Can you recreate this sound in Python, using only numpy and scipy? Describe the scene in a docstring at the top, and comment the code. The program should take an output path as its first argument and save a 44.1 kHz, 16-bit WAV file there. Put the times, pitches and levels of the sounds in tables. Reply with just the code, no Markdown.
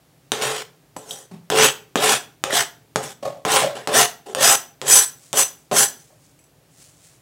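"""A knock, then a grating scrape: a steel spoon sweeps chopped herbs off a plastic board into a steel pot.
Heard close, on a small microphone in a small kitchen with a low drone. The spoon's edge catches on the
scored plastic, so the board grates and groans and the steel rings, most clearly in the last strokes.
The board nudges the pot now and then, and at the end the spoon stirs softly through the leaves."""
import sys
import numpy as np
from scipy import signal
from scipy.io import wavfile

SR = 44100
rng = np.random.default_rng(int(sys.argv[2]) if len(sys.argv) > 2 else 0)


def master_out(mix):
    """Clip the mix to full scale and print it as 16-bit PCM to the path in sys.argv[1]."""
    frames = np.transpose(np.atleast_2d(mix))
    ceiling = np.clip(frames, -1, 1)
    pcm = np.round(ceiling * 32767).astype(np.int16)
    wavfile.write(sys.argv[1], SR, pcm)


N = 317961


def amp(db):
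    return 10 ** (np.asarray(db) / 20)


def unit_rms(x):
    return x / np.sqrt(np.mean(x ** 2) + 1e-20)


def value_at(points, hz):
    point_hz, value = np.transpose(points)
    return np.interp(np.log(hz + 1), np.log(point_hz + 1), value)


def add(mix, start_s, sound):
    part = mix[round(start_s * SR):][:len(sound)]
    part += sound[:len(part)]


def clock(length_s):
    return np.arange(int(length_s * SR)) / SR


def colour(x, spectrum, tilt=0, size=4096):
    """Causal filter with the given spectrum, tilted in dB per octave above 500 Hz."""
    hz = abs(np.fft.fftfreq(size, 1 / SR))
    log_gain = np.log(amp(value_at(spectrum, hz) + tilt * np.log2(np.maximum(hz, 500) / 2000)))
    taps = np.fft.ifft(np.exp(np.conj(signal.hilbert(log_gain)))).real
    return signal.fftconvolve(x, taps[:size // 2])[:len(x)]


def resonate(x, hz, width_hz):
    """A resonance of gain 1 that can follow a pitch curve."""
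    turn = np.exp(2j * np.pi * np.cumsum(hz * np.ones(len(x))) / SR)
    pole = np.exp(-np.pi * width_hz / SR)
    return 2 * (turn * signal.lfilter([1 - pole], [1, -pole], x / turn + 1e-18)).real


def body(x, modes, bend=1):
    """All resonances of one object, driven together."""
    return sum(amp(db) * resonate(x, hz * bend, width_hz) for hz, width_hz, db in modes)


def waver(t, per_s):
    """A smooth random curve of rms 1."""
    knots = np.arange(t[0], t[-1] + 2 / per_s, 1 / per_s)
    return unit_rms(np.interp(t, knots, rng.standard_normal(N // 8)[:len(knots)]))


# Room tone, all around the microphone: frequency_hz, gain_db
ROOM_SPECTRUM = [(15, -55), (25, -18), (33, -34), (58, -12.5), (84, -17), (120, -3.5), (195, -25.5),
                 (277, -11), (309, -15.5), (754, -20), (887, -24), (1070, -25), (1160, -26), (3820, -30.5),
                 (16000, -35)]


def room_tone(drone_hz=150, width_hz=41):
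    """Quiet room noise with a low, unsteady drone."""
    hiss = unit_rms(colour(rng.standard_normal(N), ROOM_SPECTRUM))
    hum = resonate(rng.standard_normal(N), drone_hz, width_hz)
    drone = unit_rms(resonate(hum, drone_hz, width_hz))
    return amp(-57.5) * hiss + amp(-62.5) * drone


# The impact, and the plastic sounding after it: frequency_hz, gain_db
KNOCK_SPECTRUM = [(25, -46), (60, -20), (120, -14.5), (250, -1.5), (700, 1.5), (1600, 0.5), (2200, -6),
                  (3300, -1.5), (4700, -14), (6500, -6.5), (9000, -13.5), (12000, -24), (16000, -34)]
PLASTIC_SPECTRUM = [(25, -50), (60, -24.5), (140, 0), (260, -5), (700, 1.5), (1500, -13), (3000, -14),
                    (8000, -18), (16000, -30.5)]
# The cutting board's resonances: pitch_hz, width_hz, gain_db
BOARD_MODES = [(137.5, 13, 2.5), (148, 14, 3), (232.2, 28, 0), (395.6, 11, 3), (435.2, 6.1, 8.5),
               (534.6, 14, 1.5), (720, 8.8, 4), (797.5, 6.4, 2), (1035, 51, 0.5), (1352, 75, 1),
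               (1758, 21, -3), (1830, 20, -2)]
# The spoon lands, close to the microphone: start_s, level_db, tilt_db_per_octave, ring_db
KNOCKS = [(0.3189, -1, 0.5, 2.5), (0.9637, -30.5, -7.5, 19), (1.5016, -2, -0.5, 4.5), (1.957, 1.5, -3.5, 3),
          (2.439, 0.5, -0.5, -2.5), (2.5318, -13, -10.5, -22), (2.9591, 1, -2, 2), (3.451, -5.5, -2, 11.5),
          (3.874, -5, -1, 5.5), (4.349, -4.5, 1, 1.5), (4.816, -12, -1.5, 1), (5.330, -7, 3.5, 6.5),
          (5.714, -11.5, -5.5, 13.5)]


def knock(level_db, tilt, ring_db, ring_t60_s=0.064, crack_s=0.0011):
    """One sharp push and a brief crack, then the board's crowded, quickly damped modes."""
    t = clock(0.12)
    push = colour(signal.unit_impulse(len(t)), KNOCK_SPECTRUM, tilt)
    crack = unit_rms(colour(rng.standard_normal(len(t)), KNOCK_SPECTRUM, tilt + 3.5))
    crack *= np.exp(-t / crack_s)
    plastic = colour(rng.standard_normal(len(t)), PLASTIC_SPECTRUM)
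    envelope = amp(-60 * t / ring_t60_s) * np.minimum(t / 0.0026, 1)
    ring = unit_rms(plastic + body(plastic, BOARD_MODES)) * envelope
    return amp(level_db) * (amp(ring_db - 20.5) * ring + amp(-7.5) * crack - push / abs(push).max())


def slips(size, per_s, spread_db):
    """Tiny catches of uneven strength at random moments."""
    strength = amp(spread_db * np.minimum(rng.exponential(1, size), 4)) * rng.choice([-1, 1], size)
    return unit_rms(strength * (rng.random(size) < per_s / SR))


def travelling_contact(x, depth_db, patch_hz=220, patch_s=0.078, size=512):
    """As the contact point travels, crowded modes are fed in turn: peaks come and go."""
    framing = dict(nperseg=size, noverlap=size * 3 // 4)
    spectra = signal.stft(x, SR, **framing)[2]
    bins, frames = np.arange(-12, 13)[:, None], np.arange(-32, 33)
    patch = np.exp(-(2 * bins * SR / size / patch_hz) ** 2 - (frames * size / SR / patch_s / 2) ** 2)
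    noise = rng.standard_normal((spectra.shape[0] + 24, spectra.shape[1] + 64))
    peaked = spectra * amp(depth_db * unit_rms(signal.fftconvolve(noise, patch, "valid")))
    # the modes only share out the power
    peaked *= np.linalg.norm(spectra, axis=0) / (np.linalg.norm(peaked, axis=0) + 1e-20)
    return unit_rms(signal.istft(peaked, SR, **framing)[1][:len(x)])


# Scored plastic under the spoon's edge: frequency_hz, gain_db
GRATE_SPECTRUM = [(400, -37), (800, -5.5), (1030, 2), (1250, 2), (1700, 6.5), (2150, 2), (3100, 5.5),
                  (3700, 2.5), (4300, -3), (5300, -7), (8000, -38.5), (16000, -55)]


def board_grate(catches):
    """The catches grate in the midrange and stir the board's modes."""
    grate = colour(catches, GRATE_SPECTRUM)
    return travelling_contact(grate + amp(-3.5) * body(grate, BOARD_MODES), depth_db=2.5)


# The steel edge, bright at close range: frequency_hz, gain_db
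RASP_SPECTRUM = [(1500, -49), (4000, -13), (5300, -3.5), (6300, 1.5), (8000, 0), (9000, 0.5), (10000, -3),
                 (11200, -11), (13200, -10.5), (15000, -14), (16000, -17.5)]
# The spoon's resonances: pitch_hz, width_hz, gain_db
SPOON_MODES = [(6025, 10, 19), (6062, 12, 18), (7010, 20, 10), (7275, 50, 10), (7925, 12, 24),
               (7976, 14, 22), (8690, 60, 7), (9365, 14, 11), (10678, 40, 14), (11115, 28, 16),
               (12490, 20, 11), (13900, 60, 2)]


def spoon_rasp(t, catches, rasping, contact, ring_db, wander=0.0045):
    """The steel rasps; its modes are pulled slightly off pitch by the contact and ring on after it."""
    rasp = colour(catches, RASP_SPECTRUM)
    rasp = travelling_contact(rasp, depth_db=4.0, patch_hz=380, patch_s=0.025)
    jolts = signal.lfilter(*signal.butter(2, 3000, "high", fs=SR), rasping * catches)
    ring = body(jolts, SPOON_MODES, bend=1 + wander * contact * waver(t, per_s=36))
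    return (rasping * rasp + amp(ring_db) * ring) / np.hypot(1, amp(ring_db))


# The board under the hand's weight: frequency_hz, gain_db
GROAN_SPECTRUM = [(25, -53.5), (55, -22), (90, -16.5), (130, -5), (220, -4.5), (320, 2.5), (420, 4.5),
                  (800, 6.5), (1100, -7.5), (1800, -34), (5000, -54.5)]


def board_groan(catches, sped_up, full_speed_hz, chatter_db, base_hz=450, start_share=0.3):
    """The board groans while the hand-held spoon chatters at a pitch that glides as it speeds up."""
    groan = colour(catches, GROAN_SPECTRUM)
    pitch_hz = base_hz + (full_speed_hz - base_hz) * (start_share + (1 - start_share) * sped_up)
    chatter = unit_rms(resonate(groan, pitch_hz, width_hz=34))
    board = unit_rms(groan + amp(6.5) * body(groan, BOARD_MODES))
    return unit_rms(board + amp(chatter_db) * chatter)


# Sweeps across the board, close by: start_s, creep_s, speed_up_s, sweep_s, ease_s, creep_speed_db,
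# ease_drop_db, landing_weight_db, sweep_weight_db, grate_db, rasp_db, chatter_hz, chatter_db, ring_db
STROKES = [ (0.324, .085, 0.015, 0.012, 0.19, -14.5, -14.5, -29.5, -24, -24, -26.5, 453, -2, -7),
           (0.973, .095, 0.053, 0.0077, .13, -14.5, -15.5, -48, -41.5, -47, -37, 497, -14.5, -8),
           (1.51, 0.022, 0.12, 0.0095, 0.044, -18, -17, -19, -18.5, -13.5, -15.5, 417, -9.5, -8),
           (1.964, 0.032, 0.063, 0.063, 0.055, -17, -9.5, -24.5, -22, -18, -19, 767, -7, -2.5),
           (2.444, .05, 0.055, 0.062, 0.027, -33, -17, -33, -24, -19.5, -20.5, 708, 2.5, -7.5),
           (2.965, .055, .015, .01, 0.084, -12, -14, -31, -35, -37, -34, 804, -16, -4),
           (3.455, 0.016, 0.056, 0.065, 0.16, -16, -39, -21.5, -23, -19, -20.5, 820, -8, -17.5),
           (3.749, .003, .015, 0.012, 0.085, 3, -15.5, -35, -34, -38.5, -44.5, 540, -11, -6),
           (3.878, .035, 0.066, 0.034, 0.046, -27.5, -11.5, -21.5, -16.5, -15.5, -13.5, 710, 1, -4.5),
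           (4.256, .003, 0.013, 0.024, 0.04, -1, -4.5, -39, -35, -47.5, -48.5, 400, -4.5, -12),
           (4.354, 0.021, 0.074, 0.074, .033, -29, -5.5, -26, -21, -17, -13, 679, 0.5, -1.5),
           (4.818, .03, 0.075, 0.055, 0.07, -32, -14.5, -31.5, -29.5, -20, -9.5, 734, -11.5, 4.5),
           (5.332, 0.013, 0.044, 0.02, 0.026, -20, -9.5, -25, -26.5, -21, -11.5, 766, -8, 5),
           (5.714, .008, .068, 0.046, 0.028, -23, -17.5, -19, -24.5, -20, -11.5, 810, -18.5, 3.5), ]


def stroke(creep_s, speed_up_s, sweep_s, ease_s, creep_speed_db, ease_drop_db, landing_weight_db,
           sweep_weight_db, grate_db, rasp_db, chatter_hz, chatter_db, ring_db,
           touch_s=0.008, lift_s=0.0021):
    """The spoon creeps, speeds up, sweeps, eases off and lifts; its catches drive board and steel."""
    t = clock(0.7)
    ease_from_s = creep_s + speed_up_s + sweep_s
    contact = np.minimum(t / touch_s, 1) * np.exp(-np.maximum(t - ease_from_s - ease_s, 0) / lift_s)
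    sped_up = np.clip((t - creep_s) / speed_up_s, 0, 1)
    speed_db = creep_speed_db * (1 - np.sin(np.pi / 2 * sped_up))
    ease_db = ease_drop_db * np.clip((t - ease_from_s) / ease_s, 0, 1)
    weight_db = landing_weight_db + (sweep_weight_db - landing_weight_db) * sped_up
    # each layer follows the hand's motion to its own degree
    weight = contact * amp(weight_db + 1.09 * ease_db)
    grating = contact * amp(grate_db + 0.62 * speed_db + 0.72 * ease_db)
    rasping = contact * amp(rasp_db + speed_db + ease_db)
    catches = slips(len(t), per_s=12000, spread_db=-0.5) * amp(1.77 * waver(t, per_s=310))
    grate = board_grate(catches)
    steel = spoon_rasp(t, catches, rasping, contact, ring_db)
    groan = board_groan(catches, sped_up, chatter_hz, chatter_db)
    return amp(-1) * (weight * groan + grating * grate + steel)


# The spoon's edge ticks, near the microphone: start_s, level_db, pitch_hz, ring_db
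CLINKS = [(0.9655, -22.5, 670, -2), (1.109, -19.5, 3450, 0), (1.517, -17.5, 3380, -8),
          (1.9751, -18.5, 3560, -8), (2.506, -17, 1720, -11), (6.391, -50.5, 2500, 9.5),
          (6.44, -62.5, 2517, 19)]


def clink(level_db, pitch_hz, ring_db, t60_s=0.035, spread_hz=400):
    """A tick of steel: a short cluster of modes over the spoon's ring."""
    t = clock(0.22)
    ring = body(signal.unit_impulse(len(t)), SPOON_MODES)
    tick = rng.standard_normal(len(t)) * np.exp(-t / 0.0009)
    offsets, phases = rng.uniform(-1, 1, (2, 10, 1))
    partials = np.sin(2 * np.pi * ((pitch_hz + spread_hz * offsets) * t + phases))
    cluster = unit_rms(partials.sum(0)) * amp(-60 * t / t60_s)
    return amp(level_db) * (amp(-3.5) * cluster + amp(ring_db) * ring / abs(ring).max() + amp(-8) * tick)


def nudge(modes, rise_s, scuff_db, push_s=0.031, judder_hz=41, judder_depth=0.36):
    """A soft push: the loose board judders for a moment and feeds the modes."""
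    t = clock(0.3)
    judder = 1 + judder_depth * np.sin(2 * np.pi * judder_hz * t)
    force = rng.standard_normal(len(t)) * (1 - np.exp(-t / rise_s)) * np.exp(-t / push_s) * judder
    ring = sum(amp(db) * unit_rms(resonate(resonate(force, hz, width_hz), hz, 6 * width_hz))
               for hz, width_hz, db in modes)
    scuff = unit_rms(colour(force, PLASTIC_SPECTRUM, tilt=-0.85))
    return amp(-12.5) * (unit_rms(ring) + amp(scuff_db) * scuff)


# The board's bending resonances: pitch_hz, width_hz, gain_db
FLEX_MODES = [(171, 5.5, -4), (195, 25, -1), (385, 25, -11), (726, 30, -26)]
# Low thuds from the board: start_s, level_db
THUDS = [(1.310, -33.5), (1.339, -40)]


def board_thud(level_db):
    """The board is jogged and flexes."""
    return amp(level_db) * nudge(FLEX_MODES, rise_s=0.004, scuff_db=-9.5)


# The steel pot's resonances: pitch_hz, width_hz, gain_db
POT_MODES = [(566, 34, 7), (621, 28, 2.5), (660, 42, 1.5), (719, 11, -4), (820, 30, -21), (1080, 34, -6),
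             (1698, 52, -20)]
# Bumps at the pot, right beside the board: start_s, level_db
BUMPS = [(3.225, -29), (3.250, -24), (3.298, -41), (3.345, -46.5), (3.366, -48), (3.616, -19), (3.634, -24),
         (6.1, -55.5)]


def pot_bump(level_db):
    """The board bumps the pot, which rings briefly."""
    return amp(level_db) * nudge(POT_MODES, rise_s=0.003, scuff_db=-4)


# Wet herbs against steel: frequency_hz, gain_db
LEAF_SPECTRUM = [(300, -27), (1200, -9), (3000, -5.5), (5000, -2.5), (7500, 2.5), (10000, -2),
                 (13000, -15.5), (16000, -10.5)]
# Leaves slide off the board and are stirred, faint even this close: fullest_s, level_db
BRUSHES = [(5.245, -49.5), (5.6, -61), (6.001, -53), (6.25, -58.5), (6.82, -48.5), (7.05, -51)]


def leaves(rise_db_per_s=147, fall_db_per_s=91):
    """Wet leaves brush past the spoon in a fine fizz that swells and fades with each push."""
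    t = np.arange(N) / SR
    power = np.zeros(N)
    for fullest_s, level_db in BRUSHES:
        fade_db = np.maximum(rise_db_per_s * (fullest_s - t), fall_db_per_s * (t - fullest_s))
        power += amp(level_db - fade_db) ** 2
    fizz = unit_rms(colour(slips(N, per_s=1800, spread_db=-2), LEAF_SPECTRUM))
    return np.sqrt(power) * fizz


# The small kitchen's reverberation: frequency_hz, t60_s
KITCHEN_DECAY = [(120, 0.45), (320, 0.4), (840, 0.32), (2200, 0.31), (6000, 0.29), (10000, 0.24),
                 (16000, 0.41)]


def kitchen(x, gap_s=0.003, echoes_per_s=5000, size=256):
    """Close hard walls: dense reflections, each band dying at its own speed."""
    t = clock(0.88)
    echoes = rng.choice([-1., 1.], len(t)) * (rng.random(len(t)) < echoes_per_s / SR) * (t > gap_s)
    hz, delay_s, spectra = signal.stft(echoes, SR, nperseg=size)
    decay = amp(-60 * delay_s / value_at(KITCHEN_DECAY, hz)[:, None])
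    tail = signal.istft(spectra * decay, SR, nperseg=size)[1]
    return signal.fftconvolve(x, tail / np.linalg.norm(tail))[:N]


def scene():
    """One spot near the board: direct sound in front, the walls and room tone behind."""
    scrapes, blows = np.zeros(N), np.zeros(N)
    for start_s, *settings in STROKES:
        add(scrapes, start_s, stroke(*settings))
    for events, source in (KNOCKS, knock), (CLINKS, clink), (BUMPS, pot_bump), (THUDS, board_thud):
        for start_s, *settings in events:
            add(blows, start_s, source(*settings))
    scrapes += leaves()
    reflections = kitchen(amp(-9.5) * scrapes + amp(-5.5) * blows)
    return (scrapes + blows + reflections + room_tone())[None]


def record(dry, ceiling=0.92, low_cut_hz=45, high_cut_hz=15800):
    """The loudest peaks are rounded off; the small microphone drops the deep bass; the top is cut."""
    rounded = dry / (1 + abs(dry / ceiling) ** 6) ** (1 / 6)
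    heard = signal.sosfilt(signal.butter(2, low_cut_hz, "high", fs=SR, output="sos"), rounded)
    return signal.sosfilt(signal.ellip(10, 0.2, 80, high_cut_hz, fs=SR, output="sos"), heard)


dry = scene()
out = record(dry)
master_out(out)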